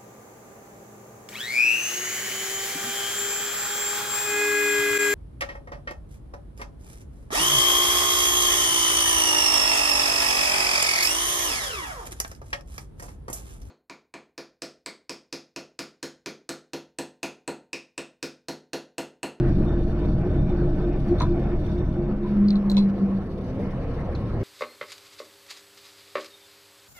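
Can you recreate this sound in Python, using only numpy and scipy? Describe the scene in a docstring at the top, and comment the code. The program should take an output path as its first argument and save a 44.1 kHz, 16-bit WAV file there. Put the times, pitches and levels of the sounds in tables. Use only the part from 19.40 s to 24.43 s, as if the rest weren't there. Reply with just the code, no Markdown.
"""An old bus, heard from inside: the engine booms and throbs at speed, then the sound crossfades into a
slower ride where a gear drone swells and sinks. Road shake rumbles in the floor and booms in the panels.
Tyres, shafts and draught roar and rush; at speed, much of the sound dips once per wheel turn.
A trim strip jingles, a loose fitting ticks and rings, and a hand rail clanks."""
import sys
import numpy as np
from scipy import signal
from scipy.fft import rfft, irfft, next_fast_len
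from scipy.io import wavfile
from scipy.ndimage import uniform_filter1d, map_coordinates

SR = 44100
rng = np.random.default_rng(int(sys.argv[2]) if len(sys.argv) > 2 else 0)


def waveform_to_disk(signal):
    """Save audio, clipped to [-1, 1], as 16-bit WAV at the path in sys.argv[1]."""
    frames = np.transpose(np.atleast_2d(signal))
    scaled = np.clip(frames, -1, 1) * 32767
    samples = np.round(scaled).astype(np.int16)
    wavfile.write(sys.argv[1], SR, samples)


N = 221955
TIME = np.arange(N) / SR


def amp(db):
    """Decibels to linear gain."""
    return 10 ** (np.asarray(db) / 20)

def unit(x):
    """Normalise to rms 1."""
    return x / np.sqrt(np.mean(x ** 2) + 1e-20)

def along(points, hz):
    """Read (f, value) breakpoints on a log frequency axis."""
    f, values = np.transpose(points)
    return np.interp(np.log(hz + 1), np.log(f + 1), values)

def colour(spectrum):
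    """An EQ curve from (f/Hz, level/dB) breakpoints."""
    return lambda hz: amp(along(spectrum, hz))

def curves(rows):
    """One automation lane for each column after the time."""
    times, *columns = np.transpose(rows)
    return [np.interp(TIME, times, column) for column in columns]

def window(start, end):
    """A gate with 80 ms fades."""
    return np.clip(np.minimum(TIME - start, end - TIME) / .08, 0, 1)

def wobble(rate):
    """A smooth random LFO, rate points a second."""
    return map_coordinates(rng.standard_normal(int(N * rate / SR) + 4), [TIME * rate])

def wheel_dips(first_s, sharpness, turn_s=0.2918):
    """Ducking LFO: 1 once per wheel turn, 0 halfway between."""
    return abs(np.cos(np.pi * (TIME - first_s) / turn_s)) ** (2 * sharpness)

def filtered(x, response):
    """Apply a complex frequency response."""
    size = next_fast_len(N + SR // 2)
    return irfft(rfft(x, size) * response(np.fft.rfftfreq(size, 1 / SR)), size)[..., :N]

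# Phase of the left channel against the right: f/Hz, lead/rad
LEFT_LEAD = [(0, 0), (90, -.12), (900, -.12), (1300, -.3), (2700, -1.3), (4400, -3.2), (5700, -4.8),
             (7000, -6.2), (16000, -6.3)]
SIDES = np.array([[.5], [-.5]])
def stereo(x):
    """Place a sound by phase alone, half the shift on each side."""
    return filtered(x, lambda hz: np.exp(1j * np.interp(hz, *np.transpose(LEFT_LEAD)) * SIDES))

# Stereo image of the noise beds: f/Hz, left-right correlation
CORRELATION = [(60, 0.995), (240, 0.985), (480, 0.94), (800, 0.94), (1100, .82), (1700, 0.58), (2400, .4),
               (3600, .15), (4400, .3), (7500, 0.14), (15000, .3)]
def noise(eq, patchy_db):
    """A stereo noise bed of rms 1, its gain mottled over time and frequency."""
    spectra = signal.stft(rng.standard_normal((2, N)), nperseg=512)[2]
    patches = uniform_filter1d(rng.standard_normal(spectra.shape[1:]), 6, 0)
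    patches = unit(uniform_filter1d(patches, 10, 1))
    pair = signal.istft(spectra * amp(patchy_db * patches), nperseg=512)[1][:, :N]
    spread = lambda hz: np.arccos(along(CORRELATION, hz)) / 2
    mid, side = filtered(pair, lambda hz: eq(hz) * [np.cos(spread(hz)), np.sin(spread(hz))])
    return unit(stereo(np.array([mid + side, mid - side])))

def tone(hz, db, waver_hz, flutter_db):
    """A sine with unsteady pitch and level."""
    phase = 2 * np.pi * np.cumsum(hz + waver_hz * wobble(25)) / SR + rng.uniform(0, 2 * np.pi)
    return np.sqrt(2) * amp(db + flutter_db * wobble(30)) * np.sin(phase)

# The fast-running sound crossfades into a slower ride: t/s, power share of the slow layer
DISSOLVE = [(2.2, 0.0053), (3.4, 0.97)]
def crossfade(fast, slow):
    """Equal-power fade from the fast-running layer to the slow one."""
    share, = curves(DISSOLVE)
    return np.sqrt(1 - share) * fast + np.sqrt(share) * slow

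# Rows: shaft shake, engine firing, shaft 4th order, exhaust bed, firing 4th order, a hum between
# orders, firing 7th order, transmission bed, gear mesh overtone.
# f/Hz, level/dB, first dip/s, dip depth/dB, dip sharpness, waver/Hz, flutter/dB
DRIVETRAIN_TONES = [(19.8, -27.5, 0.02, 12.5, 3.9, 0.67, 3), (43.9, -26.5, .22, 13, 6.9, 2.6, 1),
                    (81.3, -43.5, 0.047, 5, 1.5, 3.5, 1), (137.85, -37, 0.1, 2.5, 1.5, 1.8, 1),
                    (182.8, -37, 0.068, 2.5, 1.3, 2.76, 3.5), (214.9, -41.5, 0.11, 4.5, 1.5, 3, 4),
                    (300, -42.5, 0.14, 0.5, 1.5, 3, 2.5), (352.3, -40.5, 0.17, 5, 2.1, 5.04, 4),
                    (620.3, -46.5, 0.2, -0.5, 1.7, 9, 1.5)]
def drivetrain():
    """Engine, shaft and gear tones throb with the wheels, then fade out."""
    fade, = curves([(1.85, 1), (4.03, 0)])
    return fade * sum(tone(hz, db - depth_db * wheel_dips(first_s, sharpness), waver, flutter)
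                      for hz, db, first_s, depth_db, sharpness, waver, flutter in DRIVETRAIN_TONES)

# Exhaust swells: t/s, level/dB
EXHAUST_LEVEL = [(0.04, -24.5), (0.319, -37.5), (0.39, -44), (0.42, -36.5), (0.63, -39.5), (0.76, -23.5),
                 (0.9, -37.5), (1.03, -23.5), (1.18, -46), (1.22, -27.5), (1.38, -38.5), (1.659, -30),
                 (1.74, -57), (1.84, -23.5), (1.95, -62), (1.99, -33.5), (2.25, -36.5), (2.27, -67),
                 (2.31, -37.5), (3.1, -42.5)]
def exhaust_boom():
    """The exhaust booms in surges near three times the firing tone."""
    level_db, = curves(EXHAUST_LEVEL)
    return window(-1, EXHAUST_LEVEL[-1][0]) * tone(137.6, level_db, waver_hz=4, flutter_db=0.93)

# Transmission swells: t/s, level/dB
TRANSMISSION_LEVEL = [(0.03, -28.5), (0.12, -38.5), (0.41, -29), (0.55, -43.5), (0.63, -30.5), (0.73, -51),
                      (0.82, -30.5), (0.97, -26.5), (1.01, -60), (1.02, -32.5), (1.06, -52), (1.12, -28),
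                      (1.3, -35.5), (1.38, -56), (1.44, -29.5), (1.63, -45), (1.729, -23.5), (1.8, -55),
                      (1.91, -28.5), (2.08, -41), (2.14, -26.5), (2.21, -57.5), (2.41, -29), (2.45, -55),
                      (2.58, -27.5), (2.7, -32), (2.76, -44.5), (2.8, -33.5), (2.99, -46.5), (3.12, -41.5),
                      (3.17, -61.5), (3.2, -45.5), (3.3, -34), (3.4, -51)]
def transmission_hum():
    """The transmission hums in uneven pulses at speed."""
    level_db, = curves(TRANSMISSION_LEVEL)
    return window(-1, TRANSMISSION_LEVEL[-1][0]) * tone(352.5, level_db, waver_hz=4.15, flutter_db=2.9)

# Body faders: t/s, floor level/dB, panel level/dB
BODY_LEVELS = [(.04, -26, -23.5), (.45, -28.5, -29.5), (.75, -28.5, -31), (.95, -26.5, -27.5),
               (1.1, -29, -30.5), (1.5, -33, -29.5), (1.84, -24.5, -28.5), (2.1, -32, -29),
               (2.44, -27, -31), (2.65, -39.5, -30.5), (2.85, -41, -37.5), (3.0, -33, -29.5),
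               (3.16, -38.5, -36.5), (3.6, -34.5, -31), (4.0, -34, -34.5), (4.2, -31, -30.5),
               (4.4, -29.5, -34.5), (4.7, -31, -32.5), (5.0, -28, -31.5)]
# Floor rumble EQ: f/Hz, level/dB
FAST_RUMBLE = [(10, -45.5), (20, -10.5), (32, -15.5), (45, -4), (62, -7.5), (80, 2), (98, -7), (125, -5),
               (170, -25), (290, -120)]
SLOW_RUMBLE = [(9.4, -37.5), (16, -2), (27, -2), (48, -6), (130, -7), (170, -29), (290, -120)]
# Panel resonances: f/Hz, width/Hz, level/dB
FAST_PANELS = [(185, 38, 0.5), (217, 37, -0.5), (294.7, 64, -1.5), (332, 33, -5), (154, 34, 0.5)]
SLOW_PANELS = [(147, 53, 1), (200, 120, -1), (267, 37, -1.5), (335, 35, -0.5), (387.3, 9.6, 1)]
def body():
    """Road shake rumbles in the floor and sets the panel resonances booming."""
    def panels(modes):
        return lambda f: np.sqrt(sum(amp(2 * db) / (1 + (2 * (f - hz) / width) ** 2) ** 1.535
                                     for hz, width, db in modes))
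    floor_db, panel_db = curves(BODY_LEVELS)
    rumble = crossfade(noise(colour(FAST_RUMBLE), 0.8), noise(colour(SLOW_RUMBLE), 0.6))
    swell = np.sqrt(abs(uniform_filter1d(rumble ** 2, size=SR // 25)) + 1e-3)
    rumble = unit(rumble / swell ** 0.44)  # compressed: the shaking is partly regular
    boom = crossfade(noise(panels(FAST_PANELS), 1.84), noise(panels(SLOW_PANELS), 0.34))
    return amp(floor_db) * rumble + amp(panel_db) * boom

# Running gear faders: t/s, rush level/dB, roar level/dB, hiss level/dB
RUNNING_LEVELS = [(.04, -47, -37, -60.5), (.6, -47.5, -37, -62), (1.2, -48.5, -36.5, -62),
                  (1.7, -47, -37.5, -61), (2.1, -46.5, -35.5, -64.5), (2.3, -51, -40, -59),
                  (2.7, -51, -40, -68), (3.05, -48, -43, -62.5), (3.6, -49.5, -37, -64),
                  (3.95, -52, -41.5, -62.5), (4.25, -46.5, -37, -62.5), (5.0, -48, -39.5, -62)]
# EQ of the low-mid roar, midrange rush and treble hiss: f/Hz, level/dB
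FAST_ROAR = [(220, -31.5), (380, -1), (393, -9), (426, -1.5), (532, -6.5), (628, -6.5), (830, -12.5),
             (915, -21), (1000, -21.5), (1300, -44.5), (2200, -120)]
SLOW_ROAR = [(220, -24.5), (380, -6), (409, -20), (433, -4), (492, -1), (628, -9.5), (689, -10), (937, -18),
             (1000, -21.5), (1300, -47), (2200, -120)]
FAST_RUSH = [(560, -23.5), (950, -3.5), (1140, -1.5), (1210, -0.5), (1500, -3), (1600, -5.5), (1750, -5.5),
             (2000, -12), (2300, -9.5), (3300, -24), (4290, -53), (7260, -120)]
SLOW_RUSH = [(560, -40.5), (950, -7.5), (1080, 2.5), (1160, -6), (1330, -2.5), (1430, -8.5), (1770, -8.5),
             (1920, -11), (2180, -11), (3300, -24.5), (4290, -56.5), (7260, -120)]
HISS = [(1760, -31), (3000, -3), (3260, -12), (3590, -1.5), (3840, -6.5), (4500, -3.5), (5060, -11),
        (5810, -11.5), (7150, -28), (8610, -21), (10100, -26), (11200, -18.5), (13000, -35), (14100, -33),
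        (15600, -52.5)]
def running_gear(roar_dip_db=5.5, rush_dip_db=9):
    """Tyres, shafts and draught: a roar and rush that throb at speed, under a flickering hiss."""
    rush_db, roar_db, hiss_db = curves(RUNNING_LEVELS) + jolts()
    throb = wheel_dips(first_s=0.16, sharpness=4.7) * (1 - curves(DISSOLVE)[0])
    roar = crossfade(noise(colour(FAST_ROAR), 2.0), noise(colour(SLOW_ROAR), 2.0))
    rush = crossfade(noise(colour(FAST_RUSH), 3.0), noise(colour(SLOW_RUSH), 2.3))
    hiss = amp(hiss_db + 2.2 * wobble(70)) * noise(colour(HISS), 2.4)
    return amp(roar_db - roar_dip_db * throb) * roar + amp(rush_db - rush_dip_db * throb) * rush + hiss

# Whine bands: f/Hz, width/Hz, relative level/dB
WHINE_BANDS = [(645, 63, 0.5), (1290, 23, -11.5), (1511, 38, -7), (980, 25, -6.5), (1138, 33, -9),
               (1396, 25, -16.5), (1774, 44, -12), (2196, 29, -16.5), (2425, 30, -19), (2700, 47, -19.5),
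               (3320, 130, -22.5), (4550, 70, -29), (5600, 70, -30.5)]
def gear_whine():
    """Gears whine at speed in narrow bands of noise."""
    peaks = lambda f: sum(amp(db) / np.sqrt(width) / (1 + (2 * (f - hz) / width) ** 2)
                          for hz, width, db in WHINE_BANDS)
    return amp(-50) * crossfade(noise(peaks, patchy_db=-0.2), 0)

# Jingle bursts: t/s, level/dB, half length/s
JINGLES = [(.29, -61.5, 0.032), (0.357, -73, 0.043), (.67, -65.5, .06), (.97, -73.5, .06),
           (1.14, -65.5, 0.057), (1.4, -70, .05), (1.52, -73, .05), (1.82, -53.5, .04), (2.044, -65, 0.051),
           (2.28, -66, .05), (2.42, -64, 0.042), (2.57, -74, 0.03)]
def trim_jingle(ring_hz=3602, overtone_hz=5670, width_hz=140):
    """A trim strip chatters in two narrow bands: faint at speed, swelling in bursts."""
    peak = lambda f, hz: 1 / (1 + (2 * (f - hz) / width_hz) ** 2)
    eq = lambda f: peak(f, ring_hz) + amp(-12.5) * peak(f, overtone_hz)
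    bed = amp(-68) * window(-1, 2.7)
    swells = sum(amp(db) * np.exp(-((TIME - s) / half_s) ** 2) for s, db, half_s in JINGLES)
    return (bed + swells) * amp(2.6 * wobble(60)) * noise(eq, patchy_db=2.5)

def burst(t, lo_hz, hi_hz, t60):
    """A decaying puff of band noise."""
    band = signal.butter(5, [lo_hz, hi_hz], "bandpass", fs=SR, output="sos")
    return amp(-60 * t / t60) * unit(signal.sosfilt(band, rng.standard_normal(len(t)))) / 2

# Modes of the loose fitting: f/Hz, level/dB, tail t60/s, left lead/rad
FITTING_MODES = [(2200, -11, 0.12, 2), (2610, -11, 0.1, 0.9), (3170, -13, 0.12, 1.6),
                 (3612, -1.5, 0.12, 2.5), (3870, -6.5, 0.1, 3), (4090, -1, 0.17, -2.5),
                 (4256, -2.5, 0.045, 1.2), (4800, -20.5, 0.047, 9), (5240, -11.5, 0.066, 0.4),
                 (6260, -13, 0.073, 2.5), (7000, -26, 0.045, -0.6), (7760, -30.5, .06, 1.5),
                 (8250, -22, .05, -1.5)]
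def fitting_ring(t, low_db, lead_share, low_below_hz=3900):
    """Most of the ring is damped fast; a weaker tail chatters on, each mode's phase wandering."""
    drifts = .085 * np.cumsum(rng.standard_normal((len(FITTING_MODES), len(t))), axis=1)
    tail_db = -11 + 5 * map_coordinates(rng.standard_normal(40), [t * 200])
    ring = 0
    for (hz, db, t60, lead), drift in zip(FITTING_MODES, drifts):
        gain = amp(db + low_db * (hz < low_below_hz) + rng.normal(0, 2.2))
        decay = amp(-60 * t / (.3 * t60)) + amp(tail_db - 60 * t / t60)
        ring += gain * decay * np.sin(2 * np.pi * hz * t + drift + SIDES * lead_share * lead)
    return ring

# Ticks of a loose fitting; the rows at 1.783 and 3.3443 s are faint lead-ins just before loud ticks.
# t/s, level/dB, click f/Hz, rise/ms, crack trim/dB, crack top/Hz, ping f/Hz, ping trim/dB,
# ring trim/dB, low-mode trim/dB, right lag/ms, share of the modes' left lead
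TICKS = [(1.783, -43, 4200, 1.5, -14, 6300, 9050, -17, -6, -4, .14, .8),
         (1.8015, -29.5, 4100, 0.95, -11.5, 6570, 9050, -28, -12.5, -9.5, .14, 0.82),
         (1.8176, -32.5, 3750, 0.59, -6, 6900, 9050, -23, -4.5, -2, .09, 0.96),
         (2.2648, -46, 3360, 0.97, -11, 6500, 14400, -34, -15.5, 0.5, .05, 0.36),
         (3.0847, -28, 4380, 0.75, -32, 7000, 9900, -47, -15.5, -17, .17, 0.52),
         (3.1051, -22.5, 4380, 0.6, -34.5, 8500, 9000, -44, -16.5, -14, .18, 0.69),
         (3.1567, -32.5, 4000, 0.65, -37, 7000, 9000, -51, -16, -4, .14, 1),
         (3.167, -38, 4150, 0.6, -31, 7000, 9000, -44, -13.5, -7.5, .15, .9),
         (3.2985, -23.5, 4110, 0.91, -16, 9800, 14400, -26.5, -16.5, -13.5, .16, 0.61),
         (3.3159, -26, 4100, 0.81, -18, 9800, 14300, -30.5, -16.5, -15.5, .16, 0.89),
         (3.3443, -46.5, 3450, 0.9, -26, 6000, 14400, -29, -2, 0, .07, 0.79),
         (3.3681, -26.5, 3770, 0.59, -21, 8500, 10340, -34, -3.5, 0.5, .07, 1),
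         (3.3786, -30.5, 3900, 0.76, -21, 8450, 10340, -32, -3.5, -1, .11, 1),
         (3.386, -35.5, 4100, 0.9, -18.5, 8500, 10340, -27, -1, -3, .14, 0.98),
         (3.3972, -44.5, 4100, 0.8, -22, 8500, 10340, -25, -2.5, -3.5, .14, 1),
         (3.4242, -53, 4110, 0.9, -24, 6000, 10340, -39, -7.5, -9, .2, -.5),
         (4.7499, -41.5, 4500, 0.6, -15, 6600, 9000, -60, -10, -4, .24, .1),
         (4.7519, -39, 4150, 0.8, -21, 6600, 9000, -60, -12, -3, .25, .1),
         (4.7562, -41.5, 2400, 0.99, -30, 6000, 9000, -60, -10, 0, .25, 0.0074)]
def ticks(echo_ms=2.8, echo_db=-15):
    """Each tick or faint lead-in layers a short click, a bright crack, a thin ping and a rough ring."""
    out, t = np.zeros((2, N + SR)), np.arange(SR // 6) / SR
    for s, db, hz, rise_ms, crack_db, top_hz, ping_hz, ping_db, ring_db, low_db, lag_ms, lead in TICKS:
        rise = 1000 * t / rise_ms
        attack = (1 - np.exp(-rise)) ** 2
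        click = (rise * np.exp(1 - rise)) ** 2 * np.sin(2 * np.pi * hz * t)
        click += amp(echo_db) * np.roll(click, round(echo_ms * SR / 1000))  # off the seat back
        snap = burst(t, 5300, top_hz, t60=.015)
        rattle = amp(-10.5) * burst(t, 5300, top_hz, t60=.09)
        crack = amp(crack_db + 8) * np.sqrt(attack) * (snap + rattle)
        ping = amp(ping_db + 4) * burst(t, ping_hz * .96, ping_hz * 1.04, t60=0.087)
        out[:, round(s * SR):][:, :len(t)] += amp(db + ring_db) * attack * fitting_ring(t, low_db, lead)
        for channel, start in enumerate([s, s + lag_ms / 1000]):
            scatter = amp(ring_db) * burst(t, 3380, 4500, t60=0.08)  # cabin reflections, new each side
            layers = click + crack + attack * (ping + scatter)
            out[channel, round(start * SR):][:len(t)] += amp(db) * layers
    return out[:, :N]

# Rail hits: t/s, relative level/dB, t60/s
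CLANKS = [(1.806, -16, 0.08), (1.819, -18.5, 0.13), (2.847, -34, 0.18), (3.299, -39, 0.13),
          (3.372, -28.5, 0.1)]
# Rail modes: f/Hz, level/dB, share of the hit's t60
RAIL_MODES = [(977, 5, 0.69), (1024.4, 3.5, 0.76), (1304, -12, 0.9), (1790, -18.5, 0.5),
              (2080, -15.5, 0.51)]
def rail_clanks():
    """Each knock rings the hand rail with a slightly new balance; the top modes die first."""
    out, t = np.zeros(N + SR), np.arange(SR // 3) / SR
    attack = 1 - np.exp(-t / 0.0045)
    for s, db, t60 in CLANKS:
        ring = sum(amp(mode_db + rng.normal(0, 0.75) - 60 * t / (t60 * share))
                   * np.sin(2 * np.pi * hz * t) for hz, mode_db, share in RAIL_MODES)
        knock = amp(-12) * burst(t, 800, 1300, t60=0.054)
        out[round(s * SR):][:len(t)] += amp(db - 5.5) * (ring + knock) * attack
    return stereo(out[:N])

# Bumps in the road: t/s, rush gain/dB, roar gain/dB, hiss gain/dB
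JOLTS = [(1.809, 14, 4.5, 10.5), (2.04, 3, 2.5, 0.5), (2.12, 4, -5, 4.5), (2.25, 1.5, -0.5, 4.5),
         (2.41, 5, 3.5, -7.5), (2.71, 5, 2.5, 0.5), (3.379, -2, 2.5, 7.5), (4.198, -2.5, 6.5, 3.5)]
def jolts(rise_s=0.0074, fall_s=0.025):
    """Bumps shake the running gear: quick dB moves on its three faders."""
    return sum(np.c_[gains_db] * np.exp(np.minimum((TIME - s) / rise_s, (s - TIME) / fall_s))
               for s, *gains_db in JOLTS)

# Drone pitch: t/s, f/Hz
DRONE_PITCH = [(2.7, 207.5), (3.8, 193.9), (4.4, 196.5)]
# Drone swells: t/s, level/dB
DRONE_LEVEL = [(2.6, -34), (2.63, -44), (2.682, -27), (2.738, -27), (2.784, -34), (2.9, -27),
               (3.006, -15.5), (3.146, -18.5), (3.238, -25.5), (3.392, -14), (3.5, -21), (3.585, -32.5),
               (3.635, -15.5), (3.692, -27.5), (3.754, -22.5), (3.8, -28.5), (3.836, -36), (3.95, -37),
               (4.062, -37), (4.34, -32.5), (4.372, -35), (4.388, -60), (4.434, -50), (4.45, -56)]
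def gear_drone():
    """A gear tone swells in a cabin resonance and sinks in pitch."""
    drone = tone(*curves(DRONE_PITCH), *curves(DRONE_LEVEL), waver_hz=1.15, flutter_db=0.98)
    return window(DRONE_LEVEL[0][0], DRONE_LEVEL[-1][0]) * drone

# Short glides: start t/s, end t/s, start f/Hz, end f/Hz, start level/dB, end level/dB
GLIDES = [(3.964, 4.294, 262, 261, -46.5, -33), (4.273, 4.537, 277.3, 267, -34.5, -39),
          (4.749, 5.108, 103, 111.7, -39.5, -35.5), (4.81, 5.114, 397, 385, -45.5, -34.5)]
def rolling_tones():
    """Brief drivetrain tones come and go as the bus rolls and pulls away."""
    out = np.zeros(N)
    for start, end, from_hz, to_hz, from_db, to_db in GLIDES:
        hz, db = curves([(start, from_hz, from_db), (end, to_hz, to_db)])
        out += window(start, end) * tone(hz, db, waver_hz=1.4, flutter_db=3.1)
    return out

def scene():
    """The mix from a passenger seat."""
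    tones = drivetrain() + exhaust_boom() + transmission_hum() + gear_drone() + rolling_tones()
    beds = body() + running_gear() + gear_whine()
    return stereo(tones) + beds + trim_jingle() + ticks() + rail_clanks()

def record(dry):
    """A brick-wall high cut on the mix."""
    return filtered(dry, lambda hz: hz < 15720)


dry = scene()
out = record(dry)
waveform_to_disk(out)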